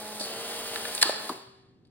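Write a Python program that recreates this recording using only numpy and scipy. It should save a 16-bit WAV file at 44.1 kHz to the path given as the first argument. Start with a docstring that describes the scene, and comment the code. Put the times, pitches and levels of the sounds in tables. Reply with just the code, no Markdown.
"""An instant camera ejects a sheet above a kitchen counter, over a faint rumble and mains hum. Its small
motor hums, gear teeth rattle and pawls click. The rollers grip: the motor sags, the gears whine and
the sheet rasps out. A latch snaps as the sheet comes free, a spring chatters and the case knocks.
The motor stops with a clunk, a faint tone lingers and the room rings out, with two last tiny ticks."""
import sys
import numpy as np
from scipy import signal
from scipy.fft import rfft, irfft
from scipy.io import wavfile

SR = 44100
rng = np.random.default_rng(int(sys.argv[2]) if len(sys.argv) > 2 else 0)


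def log_audio(samples):
    """Write samples as a 16-bit WAV file to the path given in sys.argv[1]."""
    # one column per channel
    frames = np.atleast_2d(samples).T
    # limit to full scale, then quantise
    limited = np.clip(frames, -1, 1)
    pcm = np.round(limited * 32767).astype(np.int16)
    wavfile.write(sys.argv[1], SR, pcm)


N = 83790
T = np.arange(N) / SR
FREQS = np.maximum(np.arange(N + 1) * SR / (2 * N), 1)
SIDE_SIGN = np.array([[1], [-1]])  # left, right
GRIP_S, FREE_S, STOP_S = .25, .92, 1.3  # rollers grip, rollers let go, motor stops
# load on the gear teeth: time_s, gain_db
GEAR_LOAD = [(0, -2.5), (.185, -1), (.205, -6), (.25, -0.5), (.35, -1), (.47, 1.5), (.5, 3), (.6, 2),
             (.92, 2.5), (1.08, 3.5), (1.15, -8.5), (1.22, -2.5), (1.29, -2)]


def undb(db):
    """Decibels to gain."""
    return 10 ** (np.asarray(db) / 20)


def unit(x):
    """Scale to an rms of one."""
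    return x / np.sqrt(np.mean(x ** 2))


def curve(rows):
    """Join (time_s, value) rows by straight lines."""
    return np.interp(T, *np.array(rows).T)


def across(rows, hz=FREQS):
    """Read (freq_hz, value) rows on a log-frequency axis."""
    f, v = np.array(rows).T
    return np.interp(np.log(hz), np.log(f), v)


def filtered(x, response):
    """Apply a frequency response."""
    return irfft(rfft(x, 2 * N) * response)[..., :N]


def colour(x, db):
    """Causal EQ with the given gain at each frequency."""
    cepstrum = irfft(np.log(undb(db)))
    cepstrum[1:N] *= 2
    cepstrum[N + 1:] = 0
    return filtered(x, np.exp(rfft(cepstrum)))


def walk(rate_hz):
    """Smooth random wander with an rms of one."""
    return unit(filtered(rng.standard_normal(N), np.exp(-(FREQS / rate_hz) ** 2)))


def fade(start_s, decay_s):
    """Hold at one, then die away exponentially."""
    return np.exp(-np.maximum(T - start_s, 0) / decay_s)


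def ring(start_s, hz, t60_s):
    """A struck mode."""
    age = np.maximum(T - start_s, 0)
    return np.sin(2 * np.pi * hz * age) * np.exp(-np.log(1000) * age / t60_s)


def grains(per_s, scatter_db):
    """A dense train of tiny impacts, scattered in level."""
    hits = (rng.random(N) < per_s / SR) * rng.choice([-1, 1], N)
    return unit(hits * undb(scatter_db * rng.standard_normal(N)))


def spread(width_db):
    """Two channels of noise, partly alike; width is side over middle."""
    middle, side = rng.standard_normal((2, N))
    return (middle + SIDE_SIGN * filtered(side, undb(width_db))) / np.sqrt(2)


def turns(hz, wobble, flutter):
    """Turns made by a slightly unsteady shaft."""
    return np.cumsum(hz * (1 + wobble * walk(12.5) + flutter * walk(120))) / SR


def partial(shaft, multiple):
    """A tone locked to a shaft, wavering in level."""
    return np.sqrt(2) * np.sin(2 * np.pi * (multiple * shaft + rng.random())) * undb(1.3 * walk(15))


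def room_tone(rumble_db=-62, mains_db=-67.5, mains_hz=119):
    """A bed of low rumble and mains hum."""
    # rumble EQ: freq_hz, gain_db
    rumble_eq = [(25, -19.5), (50, -12.5), (120, 1), (170, -3), (240, -2.5), (400, -11), (700, -23.5),
                 (2000, -39), (4200, -37.5), (8000, -50.5), (15000, -65)]
    noise = spread(across([(100, -11.5), (2000, -3.5)]))
    rumble = unit(colour(noise, across(rumble_eq)))
    return undb(rumble_db) * rumble + undb(mains_db) * np.sin(2 * np.pi * mains_hz * T)


def motor_hum(shaft, engaged, gripping):
    """The shaft's harmonics change balance as the rollers grip and let go."""
    # one row per harmonic: free_db, loaded_db, sheet_out_db
    harmonics = [(-50, -62, -58), (-54, -54.5, -53), (-50, -50.5, -58), (-51, -56, -51.5), (-66, -62, -55),
                 (-68, -61, -57), (-65, -57, -66), (-64, -68, -56), (-70, -68, -68)]
    released = engaged - gripping
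    return sum(undb(free * (1 - engaged) + loaded * gripping + after * released) * partial(shaft, k)
               for k, (free, loaded, after) in enumerate(harmonics, 1))


def gear_teeth(mesh):
    """Tiny tooth impacts blur into a bright hiss that follows the load."""
    # tooth EQ: freq_hz, gain_db
    teeth_eq = [(700, -14), (1400, -5), (2500, -5), (3000, -3), (3650, -.5), (4400, 1), (4900, 1.5),
                (5600, -7), (6400, -4), (7200, -7), (8700, -4), (9400, 1), (10200, -4), (11300, -.5),
                (12400, -10), (15200, -7)]
    # stereo width: freq_hz, side_over_middle_db
    width = [(1000, -10), (2500, -5), (4500, -6), (8000, -13), (12000, -17)]
    middle, side = (grains(per_s=7000, scatter_db=1.5) for _ in range(2))
    impacts = middle + SIDE_SIGN * colour(side, across(width))
    return unit(colour(impacts * mesh, across(teeth_eq))) * undb(-40 + curve(GEAR_LOAD))


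def case_rattle(mesh, gripping):
    """The teeth shake the case, a little harder while the rollers grip."""
    # body of the case: freq_hz, gain_db
    case_eq = [(60, -22), (140, -16), (240, -4.5), (450, 1.5), (800, 0.5), (1200, -5), (2000, -8.5),
               (4000, -16.5), (12000, -42.5)]
    impacts = grains(per_s=3000, scatter_db=1) * mesh
    return unit(colour(impacts, across(case_eq))) * undb(-46 + 2 * gripping)


def shell(force, ring_db):
    """A force on the shell gives a broad crack and a short plastic ring."""
    # shell modes: pitch_hz, relative_db, t60_s
    modes = [(1344, 6, 0.0087), (1790, -1.5, 0.023), (2966, -3.5, 0.017), (3830, -4.5, 0.021),
             (4690, 0.5, 0.045), (8470, -12.5, 0.0072), (9370, -8, 0.036)]
    # crack EQ: freq_hz, gain_db
    crack_eq = [(50, -51.5), (200, -9), (500, -11), (900, -4), (1750, 8.5), (2200, 0), (2900, 1.5),
                (4500, 11.5), (6000, -5.5), (7000, -2.5), (10000, -0.5), (15500, -16.5)]
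    ringing = unit(sum(undb(db) * ring(0, hz, t60) for hz, db, t60 in modes))
    resonance = rfft(ringing, 2 * N) / np.sqrt(N)
    return colour(force, across(crack_eq)) + undb(ring_db) * filtered(force, resonance)


def latch_clicks():
    """Latch and pawls strike hard and die away in tiny rebounds, a little different on each side."""
    # strikes: start_s, level_db, decay_s, centre_hz, falloff_db_per_octave_squared
    strikes = [(.197, -34, .05, 9000, 3.5), (.205, -37, .09, 4550, 51), (.2105, -30, .003, 3000, 1),
               (.7591, -21, .0022, 1500, 4), (.852, -28.5, .0045, 1400, 4.5),
               (.9495, -23.5, .004, 10500, 14), (.9785, -24, .002, 3500, 5), (1.0138, -22, .004, 9500, 8),
               (1.016, -20, .003, 3000, 1), (1.018, -17.5, .0022, 5000, 2),
               (1.0198, -15.5, .0018, 7000, 1.5), (1.0264, -5, .0018, 2400, .5),
               (1.0283, -10, .0016, 13000, 1.5), (1.029, -12.5, .0035, 1500, 4),
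               (1.093, -29, .006, 8000, 2), (1.2924, -31, .0074, 7000, 2), (1.85, -65, .0077, 3000, 3),
               (1.87, -70, .0071, 4000, 1)]
    # stereo width: freq_hz, side_over_middle_db
    width = [(1000, -20), (2200, -9), (6000, -7), (9000, -14)]
    clicks = np.zeros((2, N))
    for start, db, decay, hz, falloff in strikes:
        rebounds = rng.choice([-1, 1], (2, N)) * (T >= start) * fade(start, decay)
        focus_db = -np.minimum(falloff * np.log2(FREQS / hz) ** 2, 30)
        click = shell(colour(rebounds, focus_db), ring_db=-8.5)
        clicks += undb(db) * unit(click) * np.sqrt(decay / 2 * SR / N)
    middle, side = clicks
    return middle + SIDE_SIGN * colour(side, across(width))


def case_knocks(roughness=.44):
    """Levers land softly in the case, each with a short, rough, low ring."""
    # landings: start_s, strength_db, pitch_hz, t60_s
    knocks = [(.205, -36, 290, .05), (.21, -29, 580, .025), (.213, -31, 780, .025), (1.034, -25, 950, .025),
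              (1.055, -30, 340, .035), (1.0945, -18.5, 600, .022), (1.096, -26, 1050, .018),
              (1.103, -28, 780, .03), (1.294, -27, 1220, .035), (1.2955, -26, 990, .028),
              (1.3, -19.5, 320, .028), (1.302, -29, 1110, .03), (1.311, -28, 260, .06),
              (1.318, -31, 450, .02), (1.319, -34, 1000, .035), (1.3445, -36, 420, .02),
              (1.36, -36, 330, .04)]
    # the small case radiates little bass: freq_hz, gain_db
    radiation = [(60, -38), (150, -14), (260, -1), (1250, 0), (2000, -10), (4000, -25)]
    rings = sum(undb(db) * ring(start, hz, t60) * (1 + roughness * walk(200))
                for start, db, hz, t60 in knocks)
    return colour(rings, across(radiation))


def gear_whine(shaft):
    """The gear train whines as it drags the sheet."""
    # whine tones: shaft_multiple, level_db
    tones = [(3.45, -57), (9.85, -60), (13.6, -58), (14.05, -56), (15.65, -50.5), (22, -57), (24.3, -56)]
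    return sum(undb(db) * partial(shaft, multiple) for multiple, db in tones)


def roller_hum():
    """The roller gear hums at its own unsteady pitch."""
    # roller gear: time_s, pitch_hz
    pitch = [(.26, 228), (.42, 230), (.54, 238), (.63, 231), (.8, 231), (1.0, 238)]
    # harmonics 1 to 3: level_db
    harmonics = [-56, -48.5, -62]
    roller = turns(curve(pitch), wobble=.004, flutter=.011)
    return sum(undb(db) * partial(roller, k) for k, db in enumerate(harmonics, 1))


def sheet_rasp(mesh):
    """The sheet scrapes between the rollers, pulsing with the gears."""
    # rasp EQ: freq_hz, gain_db
    rasp_eq = [(1000, -12), (2000, -7), (2550, -9), (2850, 0), (3300, 0), (3700, -9), (8000, -25)]
    friction = grains(per_s=2500, scatter_db=2.5) * mesh
    return unit(colour(friction, across(rasp_eq))) * undb(-49.5 + curve(GEAR_LOAD))


def drive(grip_ramp_s=.046):
    """The motor pulls the sheet through, then coasts to rest; gives the hum and the gear noise."""
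    # motor speed, sagging as the rollers grip: time_s, turns_per_s
    speed = [(0, 212), (.19, 213), (.24, 203), (.285, 192), (.34, 194), (.41, 204), (.5, 205), (.56, 209),
             (.65, 204), (.8, 205), (.95, 208), (1.1, 210), (1.24, 217), (1.3, 208), (1.52, 30)]
    engaged = np.clip((T - GRIP_S) / grip_ramp_s + .5, 0, 1)
    gripping = np.clip(np.minimum(T - GRIP_S, FREE_S - T) / grip_ramp_s + .5, 0, 1)
    shaft = turns(curve(speed), wobble=.001, flutter=.003)
    hum = motor_hum(shaft, engaged, gripping) + gripping * (gear_whine(shaft) + roller_hum())
    mesh = undb(.38 * np.cos(2 * np.pi * shaft) + .57 * walk(54))  # a slight, uneven pulse each turn
    gears = gear_teeth(mesh) + case_rattle(mesh, gripping) + gripping * sheet_rasp(mesh)
    return hum * fade(STOP_S, decay_s=.07), gears * fade(STOP_S, decay_s=.052)


def spring_chatter(start_s=1.04, hold_s=.04, level_db=-33):
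    """The spring rattles for a moment after the latch lets go."""
    # spring EQ: freq_hz, gain_db
    spring_eq = [(80, -21.5), (400, 2), (1100, -1), (2000, -6.5), (4000, -7), (9000, -15.5)]
    envelope = (T > start_s) * fade(start_s + hold_s, decay_s=.03)
    rattle = shell(grains(per_s=1800, scatter_db=0), ring_db=-2)
    return undb(level_db) * unit(colour(rattle, across(spring_eq))) * envelope


def lingering_tone():
    """A faint tone hangs on after the motor stops."""
    # partials: pitch_hz, level_db, t60_s
    tones = [(386, -51.5, 1.82), (743, -64, 1.95)]
    return sum(undb(db) * ring(STOP_S, hz, t60) for hz, db, t60 in tones)


def kitchen_echo(send, build_s=.013):
    """Hard kitchen surfaces return a diffuse echo, widest in the midrange."""
    # room decay: freq_hz, t60_s
    decay = [(150, 1.1), (500, 0.72), (2000, 0.91), (4000, 0.8), (9000, 0.61), (15000, 0.18)]
    # echo strength: freq_hz, gain_db
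    echo_eq = [(150, -14), (600, -6), (2000, -6), (4000, -4), (9000, -8.5), (15000, -17.5)]
    noise = spread(across([(150, -7.5), (700, 2.5), (3000, -4.5), (10000, -23)]))
    octaves = np.log2(np.clip(FREQS, 125, 16000) / 125)
    impulse = 0
    for k in range(8):
        band = filtered(noise, np.maximum(1 - abs(octaves - k), 0))
        t60 = across(decay, 125 * 2 ** k)
        tail = np.exp(-np.log(1000) * T / t60) * (1 - np.exp(-T / build_s))
        impulse += band * unit(tail) / np.sqrt(N)
    return filtered(colour(send, across(echo_eq)), rfft(impulse, 2 * N))


def scene(hum_send_db=-5, knock_send_db=-5):
    """The camera and its echo over the room tone."""
    hum, gears = drive()
    clatter = gears + latch_clicks() + spring_chatter()
    knocks = case_knocks()
    bed = room_tone()
    echo = kitchen_echo(clatter + undb(hum_send_db) * hum + undb(knock_send_db) * knocks)
    return bed + hum + clatter + knocks + lingering_tone() + echo


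def record(dry, top_hz=15900):
    """Two microphone ports hear the sound slightly apart; the top is cut."""
    # phase lead of the left port: freq_hz, lead_rad
    port_lead = [(20, 0), (1400, 0), (2000, .4), (2800, 1.9), (4400, 2.2), (5900, 3.14), (9000, 6.28),
                 (12600, 9.42), (15000, 12.5)]
    # left port over right: freq_hz, gain_db
    port_gain = [(200, -0.4), (1400, 1.3), (2800, 0.7), (5000, 0), (9000, -0.1)]
    balance = undb(across(port_gain) / 2)
    left = filtered(dry[0], balance)
    right = filtered(dry[1], np.exp(-1j * across(port_lead)) / balance)
    high_cut = signal.ellip(8, .2, 70, top_hz, fs=SR, output="sos")
    return signal.sosfilt(high_cut, np.array([left, right]))


dry = scene()
out = record(dry)
log_audio(out)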